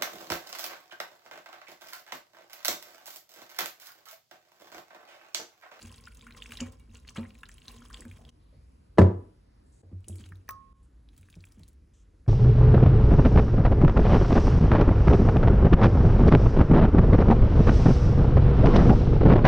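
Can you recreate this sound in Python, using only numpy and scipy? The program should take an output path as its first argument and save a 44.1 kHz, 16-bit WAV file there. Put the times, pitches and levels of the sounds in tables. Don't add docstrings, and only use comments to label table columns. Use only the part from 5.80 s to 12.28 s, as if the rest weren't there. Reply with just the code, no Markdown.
import sys
import numpy as np
from scipy import signal
from scipy.fft import rfft, irfft, next_fast_len
from scipy.io import wavfile
from scipy.ndimage import uniform_filter1d, minimum_filter1d

SR = 44100
rng = np.random.default_rng(int(sys.argv[2]) if len(sys.argv) > 2 else 0)


def how_loud(loudness_db):
    steps = np.asarray(loudness_db, float) / 20
    return 10 ** steps


def transcribe(signal):
    frames = np.atleast_2d(signal).T
    limited = np.clip(frames, -1, 1)
    pcm = np.round(limited * 32767).astype(np.int16)
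    wavfile.write(sys.argv[1], SR, pcm)


N = 285674

CUTS = [2.5055, 4.0185, 4.93]
# start in seconds, peak in dB, contact in seconds.
BOWL_BLOWS = [
    (3.175, -37.5, 0.00015),
    (3.184, -14, 0.00014),
    (3.187, -7, 0.00075),
    (3.1918, -7, 0.0013),
    (3.2068, -8.5, 0.0066),
    (3.216, -17.5, 0.00042),
]
POT_SCATTER_DB = 1.5


def at_hz(points, hz, column=1):
    points = np.array(points)
    return np.interp(np.log(hz), np.log(points[:, 0]), points[:, column])


def in_time(rows):
    s, *columns = np.transpose(rows)
    return [np.interp(np.arange(N) / SR, s, column) for column in columns]


def rms_one(x):
    return x / np.sqrt(np.mean(x ** 2) + 1e-20)


def butter(x, order, hz, kind):
    return signal.sosfilt(signal.butter(order, hz, kind, fs=SR, output="sos"), x)


def filtered(x, points, turn=0.0, lag_s=0.0):
    size = next_fast_len(N + 4096)
    hz = np.arange(size // 2 + 1) * SR / size + 1
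    phase = np.exp(1j * (turn - 2 * np.pi * hz * lag_s))
    return irfft(rfft(x, size) * how_loud(at_hz(points, hz)) * phase, size)[..., :N]


def drift(rate):
    r = np.exp(-80 * np.pi * rate / SR)
    slow = signal.lfilter([1], [1, -2 * r, r * r], rng.standard_normal(N // 40 + 2002))[2000:]
    return np.interp(np.arange(N) / 40, np.arange(len(slow)), rms_one(slow))


def ring(clicks, hz, t60):
    r, w = how_loud(-60 / (t60 * SR)), 2 * np.pi * hz / SR
    return signal.lfilter([0, np.sin(w)], [1, -2 * r * np.cos(w), r * r], clicks + 1e-18)


def struck(blows, modes, scatter_db):
    out = np.zeros(N)
    strengths = rng.normal(0, scatter_db, (len(blows), len(modes)))
    for (s, peak_db, contact_s), own_db in zip(blows, strengths):
        push = np.hanning(max(3, round(contact_s * SR)) + 2)
        push = np.pad(push / push.sum(), (0, SR // 3))
        for (hz, db, t60), own in zip(modes, own_db):
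            add(out, how_loud(peak_db + db + own) * ring(push, hz, t60), s)
    return out


def add(out, sound, s):
    at = round(s * SR)
    out[at:at + len(sound)] += sound[:N - at]


def bands(length):
    # frequency in Hz, left-right likeness, held between -1 and 1 when used.
    likeness = [(60, 1.0), (130, 0.96), (290, 0.61), (640, -0.78), (1410, -0.15), (3100, -0.45),
                (6820, 0.43), (15000, -1.8)]
    edges = 25 * 2 ** np.arange(0, 9.5, 0.4)
    white = rng.standard_normal((2, 2, length)).astype(np.float32)
    for k, (low, high) in enumerate(zip(edges, edges[1:])):
        mid, side = butter(white[k % 2], 2, [low, high], "band")
        hz = np.sqrt(low * high)
        alike = np.clip(at_hz(likeness, hz), -1, 1)
        yield hz, np.sqrt(1 + alike) * mid + np.sqrt(1 - alike) * side * [[1], [-1]]


def effort():
    # time in seconds, level in dB.
    sauce = [
        [(0.0, -58), (0.38, -67.5), (0.7, -57), (0.97, -73), (1.26, -72), (2.14, -60.5), (2.5, -70.5)],
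        [(4.2, -91), (4.298, -66.5), (4.408, -61.5), (4.9, -105)],
        [(5.25, -109), (5.344, -69.5), (5.508, -67), (5.738, -68.5), (5.898, -71.5), (6.0, -98)],
    ]
    push_db = [-4, -9, -10]
    sauce_bright_db = [-3, -0.5, -2]
    # start in seconds, level in dB, bright part in dB re level.
    splats = [
        (0.005, -69.5, -9),
        (0.812, -42.5, -25),
        (1.156, -69, -3.5),
        (1.293, -72, 0),
        (1.383, -43.5, -20),
        (1.886, -58, -15.5),
        (2.154, -53.5, -12.5),
        (4.283, -89.5, 7),
        (4.692, -94, 7),
    ]
    rise_s, t60_s = 0.026, 0.17
    t = np.arange(N) / SR
    part_at = np.searchsorted([part[-1][0] for part in sauce[:-1]], t)
    push = how_loud(in_time(sum(sauce, []))[0] + np.array(push_db)[part_at])
    bright = push * how_loud(sauce_bright_db)[part_at]
    after = np.arange(SR // 2) / SR
    shape = (1 - np.exp(-after / rise_s)) * how_loud(-60 * after / t60_s)
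    for s, db, bright_db in splats:
        start = max(s - rise_s, 0)
        add(push, how_loud(db + 12.5) * shape, start)
        add(bright, how_loud(db + 15.0 + bright_db) * shape, start)
    working = sum((t >= part[0][0]) & (t < part[-1][0]) for part in sauce)
    return 20 * np.log10(push), 20 * np.log10(bright / push), uniform_filter1d(working * 1.0, size=300)


def room_tone(level_db, working):
    # frequency in Hz, level in dB per Hz.
    tone_colour = [(20, -14.5), (35, -4.5), (52, 4.5), (97, -10.5), (180, -16.5), (290, -18.5), (380, -25),
                   (520, -26), (800, -31), (2300, -38), (9600, -49.5), (10100, -35), (10600, -49.5),
                   (13500, -54), (15300, -42), (16500, -55.5)]
    # rumble in dB, air in dB.
    shot_tone = [(-54.5, -73), (-56.5, -72.5), (-57, -74), (-57, -74.5)]
    air_follows_db = -31.5
    rumble_db, air_db = np.array(shot_tone)[np.searchsorted(CUTS, np.arange(N) / SR)].T
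    air = how_loud(air_db) + working * uniform_filter1d(how_loud(level_db + air_follows_db), size=2000)
    low, high = 0, 0
    swell, flicker = how_loud(1.6 * drift(2.0)), how_loud(1.3 * drift(2.5))
    for k, (hz, noise) in enumerate(bands(N)):
        if hz < 500:
            low = low + noise * np.roll(swell, 23000 * k)
        else:
            high = high + noise * np.roll(flicker, 23000 * k)
    rumble = how_loud(rumble_db) * rms_one(filtered(low, tone_colour))
    return rumble + air * rms_one(filtered(high, tone_colour))


def crackle(level_db, bright_db, working):
    # frequency in Hz, level in dB per Hz.
    squelch = [(500, -20), (750, -71), (1050, -3.5), (1800, -1.5), (3000, 1.5), (4900, -11.5), (6500, -5.5),
               (9500, -9.5), (16000, -11.5)]
    pockets_per_s = 500
    out = np.zeros(N)
    sizes = how_loud(4.9 * np.minimum(rng.exponential(1, N), 3.2)) * rng.choice([-1, 1], N)
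    born = rng.random(N) < pockets_per_s * how_loud(5 * drift(15)) / SR
    dealt = (18 * rng.random(N) ** 0.95).astype(int)
    hiss = rng.standard_normal((2, N)) * how_loud(4.5 * drift(31.0))
    patches = how_loud(1.85 * drift(22.0))
    for k, hz in enumerate(np.geomspace(800, 15500, 18)):
        grains = ring(ring(sizes * born * (dealt == k), hz, 18.0 / hz), hz, 13.0 / hz)
        wet = np.roll(patches, 9000 * (k // 3)) * rms_one(ring(hiss[k % 2], hz, 18.5 / hz))
        grains = rms_one(grains) + 1.06 * wet
        tilt = np.clip(np.log2(hz / 1800.0), 0, 1)
        out += grains * np.sqrt(hz) * how_loud(at_hz(squelch, hz) + tilt * (bright_db + 8.0))
    return how_loud(level_db - 48.5) * out * working


def rubbed_pot(level_db):
    stirring = np.arange(N) < CUTS[0] * SR
    drag = rng.standard_normal(N) * how_loud(np.minimum(level_db, -63) + 6.6 * drift(35.0)) * stirring
    murmur = ring(drag, 239.0, 0.23) + 0.98 * ring(drag, 461.0, 0.042) + 0.96 * ring(drag, 1045, 0.043)
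    return how_loud(-29.5) * murmur


def hollow(x):
    t = np.arange(1800) / SR
    present = (rng.random(len(t)) < 0.12) * (t > 0.0008)
    echoes = rng.choice([-1, 1], len(t)) * present * how_loud(-15.5 - 60 * t / 0.033)
    echoes[0] = 1
    return signal.fftconvolve(x, echoes)


def pops():
    # start in seconds, peak in
    # dB, pitch in Hz, torn film in dB re peak.
    stirring_pops = [(0.02, -41.5, 4830, -22), (0.056, -58, 2980, -2), (0.095, -45, 3200, -27),
                     (0.123, -45.5, 980, -15), (0.1445, -43.5, 3820, -19), (0.209, -47.5, 9800, -8),
                     (0.2393, -44.5, 5300, -32), (0.273, -38.5, 1400, -28), (0.3476, -49.5, 6730, 3.5),
                     (0.3715, -45, 6840, -7), (0.411, -42.5, 3680, -26), (0.467, -41, 1320, -16),
                     (0.508, -43, 2430, -12), (0.548, -44.5, 2100, -48), (0.5682, -44.5, 1220, -3),
                     (0.622, -33, 2990, -17), (0.6587, -39, 2480, -25), (0.7077, -42, 2440, -6),
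                     (0.72, -38, 1550, 0.5), (0.7206, -37, 2800, -22), (0.7538, -41, 3070, -10),
                     (0.7717, -35.5, 3940, -8), (0.8038, -33, 2940, -20), (0.922, -56, 1070, 7.5),
                     (0.9973, -52, 2300, -3), (1.1547, -42.5, 2820, -23), (1.2497, -46.5, 1870, -29),
                     (1.288, -39, 2960, -15), (1.306, -46.5, 990, -26),
                     (0.006, -49, 4680, -19), (0.0278, -40, 7600, -8), (0.071, -46.5, 6000, -6),
                  (0.1171, -47, 9800, -15), (0.1255, -44.5, 5600, -22), (0.1605, -44.5, 8500, -11),
                  (0.1817, -45.5, 4380, -8), (0.2314, -54, 4200, -13), (0.2552, -43, 5560, -31),
                  (0.2707, -43.5, 3160, -18), (0.2824, -45.5, 2270, -5), (0.32, -47.5, 2300, -12),
                  (0.394, -47.5, 3480, -11), (0.4172, -46.5, 7700, -17), (0.4248, -45.5, 2430, -23),
                  (0.479, -46, 1820, -20), (0.5234, -43.5, 4150, -28), (0.664, -43.5, 5700, -12),
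                  (1.149, -44, 6400, -20), (1.1703, -44.5, 7850, -17), (1.279, -41, 4540, -26),
                  (1.294, -39, 6300, -31), (1.3645, -46, 2200, -19), (1.388, -46, 8160, -21),
                  (1.395, -44.5, 4440, -23), (1.459, -45, 2200, -24), (1.4856, -51, 8500, -8),
                  (1.493, -49.5, 6200, -17), (1.545, -53, 9500, -5), (1.587, -54, 8000, 1),
                  (1.612, -49, 9500, -7), (1.6555, -44, 4000, -18), (1.6635, -47, 3130, -16),
                  (1.9165, -52.5, 7100, 7), (1.9945, -52, 10600, -10), (2.054, -46, 5600, -11),
                  (2.1093, -43, 1520, -13), (2.2206, -42.5, 1860, -12), (2.282, -46.5, 8000, -24),
                  (2.299, -55, 3000, -4), (2.4934, -45.5, 6240, -24),
                     (1.349, -46, 5730, -10), (1.3723, -36, 3320, -28), (1.4315, -43, 2390, -24),
                  (1.451, -42, 1820, -34), (1.506, -45, 2800, -19), (1.5523, -46, 2440, -24),
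                  (1.6323, -36.5, 1510, -14), (1.6333, -38.5, 2750, -25), (1.633, -43.5, 990, -28),
                  (1.689, -43, 7600, -4), (1.6926, -42, 1900, -27), (1.716, -44.5, 6000, -28),
                  (1.742, -42.5, 10500, -29), (1.782, -43, 3140, -11), (1.819, -44, 3020, -46),
                  (1.8557, -45.5, 3940, -27), (1.8817, -35, 4120, -12), (1.965, -47.5, 7050, -9),
                  (2.02, -43, 1310, -28), (2.052, -46.5, 1060, -20), (2.101, -44.5, 1090, -8),
                  (2.13, -41.5, 5750, -20), (2.1435, -36, 3460, -45), (2.172, -42, 3120, -23),
                  (2.207, -37, 8300, -12), (2.2519, -43.5, 1576, -6), (2.3133, -42.5, 2340, -7),
                  (2.451, -44.5, 3460, -17), (2.4904, -43.5, 3200, -16)]
    serving_pops = [(4.2058, -60, 7000, -4), (4.2437, -47.5, 2890, -14), (4.2837, -34, 9530, -4),
                    (4.3563, -55, 7160, 10), (4.3846, -46.5, 4370, -12), (4.336, -56, 3200, -15),
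                    (4.3964, -49, 3340, -7), (4.4398, -43, 3230, -22), (4.49, -49, 2820, -4),
                    (4.521, -51, 1100, -25), (4.521, -40.5, 1620, -20), (4.556, -48, 3990, -9.5),
                    (4.6818, -45, 1930, -31), (4.6917, -35.5, 1725, -37), (4.708, -43.5, 6000, -16),
                    (5.2886, -47, 3910, -23), (5.3481, -60, 7650, -7), (5.3655, -49.5, 4540, -9),
                    (5.3782, -51.5, 1085, 3), (5.411, -54.5, 1068, -1), (5.4302, -48.5, 2440, -16),
                    (5.4865, -47.5, 1640, -16), (5.5008, -50, 2670, -1.5), (5.5282, -46, 3620, -21),
                    (5.5414, -45, 2610, -22), (5.5546, -46.5, 5700, -11), (5.6063, -46.5, 4780, -23),
                    (5.64, -42.5, 2560, -19), (5.653, -45.5, 8450, -4), (5.6868, -54, 2270, -5),
                    (5.721, -47.5, 5950, -6), (5.794, -51.5, 2150, -3), (5.834, -44.5, 4300, -9),
                    (5.8797, -50.5, 5870, 1), (5.885, -50, 14570, -3), (5.9303, -55, 9190, -7.5),
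                    (6.095, -64, 2108, -34), (6.238, -60, 2000, -25), (6.4635, -47.5, 1705, -32)]
    out, t = np.zeros(N), np.arange(1300) / SR
    for s, peak_db, hz, film_db in stirring_pops + serving_pops:
        cycles = 5.6 + 0.64 * (peak_db + 47)
        cycles = cycles * (hz / 3000) ** 0.18
        chance, spray = rng.random(2), rng.standard_normal(len(t) + 1)
        turns = hz * t * (0.918 + 25 * t)
        fade = how_loud(-60 * t * hz / (1.96 * max(cycles, 1))) * (1 - np.exp(-(t * hz / 1.32) ** 2))
        above, below = 1.139 + 0.5 * chance[0], 0.594 + 0.25 * chance[1]
        pocket = np.sin(2 * np.pi * turns)
        pocket += 0.37 * np.sin(2 * np.pi * turns * above) + 0.32 * np.sin(2 * np.pi * turns * below)
        crack = np.diff(spray) * how_loud(film_db - 10.5 - 60 * t / 0.016) * np.minimum(1, t / 0.00015)
        add(out, how_loud(peak_db + 7.0) * hollow(pocket * fade + crack), s - 0.0004)
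    return butter(out, 6, 930, "high")


def pot_blows():
    # start in seconds, peak in dB.
    knocks = [
        (0.032, -44.5),
        (0.801, -40.5),
        (0.814, -28.5),
        (1.377, -36.5),
        (1.383, -28),
        (2.254, -42),
    ]
    # frequency in Hz, level in dB, t60 in seconds.
    pot_modes = [(246.5, 2, 0.28), (539, -12.5, 0.28), (398, -19, 0.043), (177, -9.5, 0.16),
                 (770, -30, 0.54), (896, -21, 0.3), (1000, -23, 0.17), (1170, -43, .25), (1297, -23.5, 0.3),
                 (2440, -15, 0.18)]
    return how_loud(-7.0) * struck([(s, db, 0.0004) for s, db in knocks], pot_modes, POT_SCATTER_DB)


def boom(level_db, swell_s):
    # frequency in Hz, level in dB, t60 in seconds.
    counter = [(88.5, -1, 0.33), (96.5, -1.5, .32)]
    t, modes = np.arange(SR // 2) / SR, 0
    for sense, (hz, db, t60) in zip([1, -1], counter):
        modes = modes + sense * how_loud(db - 60 * t / t60) * np.sin(2 * np.pi * hz * t)
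    return how_loud(level_db) * (1 - np.exp(-(t / swell_s) ** 2)) * modes


def thuds():
    # start in
    # seconds, boom in dB, knock in dB, knock in Hz.
    landings = [(0.041, -43.5, -46.5, 241.5), (0.721, -51, -69, 267), (0.817, -37.5, -38.5, 248),
                (1.087, -50, -54.5, 227), (1.383, -37.5, -28.5, 231.6), (2.262, -41, -46.5, 239),
                (2.738, -51.5, -53.5, 140.3), (4.034, -44, -46, 302), (4.115, -38.5, -45, 256),
                (4.128, -35, -40.5, 170), (4.281, -40, -40, 325), (4.296, -30, -38, 196.4),
                (4.337, -52, -55, 295), (4.398, -40, -46, 189), (4.436, -36, -64, 146),
                (4.511, -43.5, -46.5, 151.2), (4.554, -48.5, -86, 140), (4.708, -51, -70, 164.8),
                (5.383, -48, -64, 144), (5.566, -45, -40.5, 164), (5.773, -47, -46.5, 201),
                (5.8, -64, -46, 160), (6.337, -60, -57, 295.4)]
    drop, drop_s = 0.083, 0.019
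    out, t = np.zeros(N), np.arange(SR // 4) / SR
    for s, boom_db, knock_db, hz in landings:
        add(out, boom(boom_db - 0.5, swell_s=0.0049), s - 0.004)
        soft = s > CUTS[0]
        squash = rms_one(butter(rng.standard_normal(len(t)), 2, [0.6 * hz, 1.5 * hz], "band"))
        squash = how_loud(-10.5 - 3.0 * (not soft)) * squash * how_loud(-60 * t / 0.38) * np.minimum(1, t / 0.0035)
        sinking = t + drop * drop_s * (1 - np.exp(-t / drop_s)) * (s > CUTS[1])
        knock = np.sin(2 * np.pi * hz * sinking) * (1 - np.exp(-(t / 0.0095) ** 2))
        cycles = 13.9 if soft else 27
        add(out, how_loud(knock_db + 7.5 - 60 * t * hz / cycles) * (knock + squash), s - 0.003)
    return out


def hisses():
    # start in seconds, length in seconds, level in dB, centre in Hz.
    slides = [(0.476, 0.039, -61.5, 1650), (0.569, 0.015, -57, 5300), (0.647, .04, -70, 7550),
              (0.768, 0.019, -51, 3000), (0.802, 0.0084, -38.5, 6400), (0.803, 0.0056, -57, 9100),
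              (0.865, 0.022, -65, 6940), (2.386, 0.083, -67, 696), (3.858, .06, -82, 8300),
              (3.918, 0.11, -74, 7480), (4.024, 0.11, -75, 599), (4.28, 0.069, -63, 8900),
              (4.298, 0.13, -59.5, 303), (4.434, 0.2, -67, 290), (4.344, 0.12, -81, 970),
              (4.355, 0.03, -61.5, 8000), (4.388, 0.017, -65.5, 4140), (4.694, 0.064, -74, 1250),
              (4.706, 0.062, -78, 5400), (6.133, 0.1, -74.5, 6700), (2.597, 0.17, -82.5, 3800),
              (2.725, .05, -72, 520), (2.732, .16, -82.5, 2100), (2.727, .12, -85, 4200),
              (5.027, 0.031, -77, 8600), (6.133, 0.13, -82, 3200), (6.461, 0.016, -62.5, 644)]
    out, t = np.zeros(N), np.arange(SR // 5) / SR
    for s, length_s, db, hz in slides:
        noise = rms_one(butter(rng.standard_normal(len(t)), 2, hz * np.exp([-0.17, 0.17]), "band"))
        sag_db = -4.5 * np.minimum(t / length_s, 1)
        tail_db = -60 * np.maximum(t - length_s, 0) / 0.017
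        add(out, how_loud(db + sag_db + tail_db) * np.minimum(1, t / 0.0041) * noise, s)
    return out


def grazes():
    # start in seconds, peak in dB, pitch in Hz near which modes ring most.
    pot_ticks = [
        (0.807, -41.5, 2000),
        (0.998, -61, 2390),
        (1.152, -53, 1170),
        (1.373, -52, 1800),
    ]
    # frequency in Hz, level in dB, t60 in seconds.
    pot_wall = [(1016, -17.5, 0.55), (1420, -8, .2), (1500, -26, .12), (1860, -43, 0.22), (2270, -7, 0.22),
                (2430, -20, 0.34), (2830, 1, 0.13)]
    off_pitch_db_per_octave = 27
    out = np.zeros(N)
    for s, peak_db, near_hz in pot_ticks:
        modes = [(hz, db - off_pitch_db_per_octave * abs(np.log2(hz / near_hz)), t60)
                 for hz, db, t60 in pot_wall]
        out += struck([(s, peak_db, 0.0001)], modes, POT_SCATTER_DB)
    return out


def scrape():
    # time in seconds, level in dB.
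    scrape_level = [(2.15, -82), (2.2, -54), (2.3, -84), (2.36, -95), (2.4, -94), (2.49, -73), (2.51, -100)]
    slips = rng.standard_normal(N) * (rng.random(N) < 0.03)
    rubbed = rms_one(ring(ring(slips, 370, 0.012), 760, 0.0018))
    return how_loud(in_time([(0, -120)] + scrape_level)[0]) * rubbed


def bowl_on_slab():
    # frequency in Hz, level in dB, t60 in seconds.
    slab = [(128, -1.5, 0.16), (186.3, 2, .22), (215, -3, 0.15), (344.5, -5.5, 0.18), (380, -2.5, 0.12),
            (464, -8, 0.1), (560, -7, 0.077), (670, -11, 0.07), (710, -11.5, 0.07), (1100, -1, 0.028),
            (1120, -32.5, .3), (1310, -1.5, 0.03), (1790, -10.5, 0.062), (4850, -35.5, .07),
            (7304, -33.5, .15)]
    cupboard = [(160, -15, .2), (261, -14, 0.32), (298, -17, .35), (407, -14, 0.25), (641, -21.5, .33),
                (755.7, -29, 0.29), (753, -27, 0.37), (948, -27.5, .3), (1000, -19.5, 0.23),
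                (1191, -32.5, 0.27), (1336, -29, .3), (1750, -25, 0.17), (2150, -30.5, .15),
                (2645, -36, 0.18)]
    foot = [(850, -9.5, .06), (990, -5.5, .08), (1100, -3, 0.051), (2750, -15, .02), (3460, -14, .02),
            (5400, -24.5, .015)]
    # start in seconds, peak in dB, contact in seconds.
    late_knock = [
        (6.463, -57, 0.00032),
    ]
    out = how_loud(-9.5) * struck(BOWL_BLOWS + late_knock, slab, scatter_db=1.5)
    out += how_loud(-11.0) * struck(BOWL_BLOWS[1:4], cupboard, scatter_db=4.0)
    return out + how_loud(-10.5) * struck(BOWL_BLOWS[1:3], foot, scatter_db=2.0)


def grit():
    # frequency in Hz, level in dB per Hz.
    grit_colour = [(180, -30.5), (300, 0), (450, -3.5), (1000, -22.5), (1600, -24.5), (2800, -37),
                   (7000, -51), (10500, -58.5), (16000, -105)]
    t, shape = np.arange(SR // 3) / SR, np.zeros(N)
    for s, peak_db, contact_s in BOWL_BLOWS:
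        hardness = 0.00036 / contact_s
        add(shape, hardness * how_loud(peak_db) * (how_loud(-60 * t / 0.028) + how_loud(-22.5 - 60 * t / 0.31)), s)
    shape = butter(shape, 2, 500.0, "low")
    return how_loud(-0.5) * shape * rms_one(filtered(rng.standard_normal(N), grit_colour))


def rim_tap():
    # start in seconds, peak in dB, contact in seconds.
    taps = [
        (4.690, -44.5, .00002),
        (4.708, -56, .00002),
    ]
    # frequency in Hz, level in dB, t60 in seconds.
    bowl_modes = [(1083, -16, 0.6), (1175, -23.5, 0.13), (1260, -16, .2), (960, -10, .02), (1250, 4, 0.03),
                  (5300, -2.5, 0.022), (6030, -6, 0.014), (14900, 25, 0.024)]
    return struck(taps, bowl_modes, scatter_db=7.0)


def kitchen(x):
    # frequency in Hz, t60 in seconds, level in dB.
    decay = [(61.56, 0.49, -29), (240, 0.42, -16), (680, 0.37, -6), (2030, 0.51, -25), (3200, 0.31, -17.5),
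             (4960, 0.25, -17.5), (9910, 0.093, -5)]
    # frequency in Hz, level in dB.
    tail_width = [(100, -5.5), (300, -9), (700, -4), (2000, 1.5), (8000, 1.5)]
    t, tail = np.arange(SR // 2) / SR, 0
    for hz, noise in bands(len(t)):
        mid = noise.mean(axis=0)
        wide = mid + (noise - mid) * how_loud(at_hz(tail_width, hz))
        tail = tail + wide * how_loud(at_hz(decay, hz, column=2) - 60 * t / at_hz(decay, hz))
    return signal.fftconvolve(x[None], how_loud(-26.5) * tail * np.minimum(1, t / 0.005), axes=1)[:, :N]


def ports(x):
    # frequency in Hz, side in dB re source.
    port_side = [(60, -38.5), (200, -18.5), (380, -17.5), (700, -4), (1300, -14.5), (3000, -8.5),
                 (8000, -3), (11000, 2), (16000, -4.5)]
    return x + filtered(x, port_side, turn=3.5, lag_s=0.0011) * [[1], [-1]]


def scene():
    level_db, bright_db, working = effort()
    food = crackle(level_db, bright_db, working) + pops() + hisses()
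    pot = rubbed_pot(level_db) + pot_blows() + grazes() + scrape()
    bowl = bowl_on_slab() + grit() + rim_tap()
    bowl = butter(bowl, 2, 75, "high")
    add(bowl, boom(-7, swell_s=0.008), 3.187)
    near = food + pot + bowl + thuds()
    return ports(near) + kitchen(near) + room_tone(level_db, working)


def top_cut(x):
    return signal.sosfilt(signal.butter(12, 16640, fs=SR, output="sos"), x)


def record(dry):
    # frequency in Hz, level in dB.
    sum_colour = [(20, -17.5), (45, -1), (70, 1.5), (10500, 0.5), (11300, -10), (14000, -17.5), (15000, -6.5),
                  (15900, -6), (16300, -58)]
    difference = [(1300, 0.5), (1800, -11.5), (2500, -2), (3600, -6.5), (5000, 6), (6600, -12.5),
                  (7800, -1), (15600, 3.5), (16000, -54)]
    narrower = [(1300, -3.5), (1700, -18), (7200, -5), (8000, 0.5)]
    t = np.arange(N) / SR
    side = filtered((dry[0] - dry[1]) / 2, difference)
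    side = np.where(t < CUTS[-1], side, filtered(side, narrower))
    both = filtered(dry.mean(axis=0), sum_colour) + side * [[1], [-1]]
    joins = np.ones(N)
    for s in CUTS:
        joins *= 1 - 0.9 * (t >= s) * np.exp(-np.maximum(t - s, 0) / 0.021)
    room_left = np.minimum(1, 0.8 / (np.abs(both).max(axis=0) + 1e-9))
    both = both * uniform_filter1d(minimum_filter1d(room_left, size=441), size=441)
    return top_cut(both * uniform_filter1d(joins, size=60))


dry = scene()
out = record(dry)
transcribe(out)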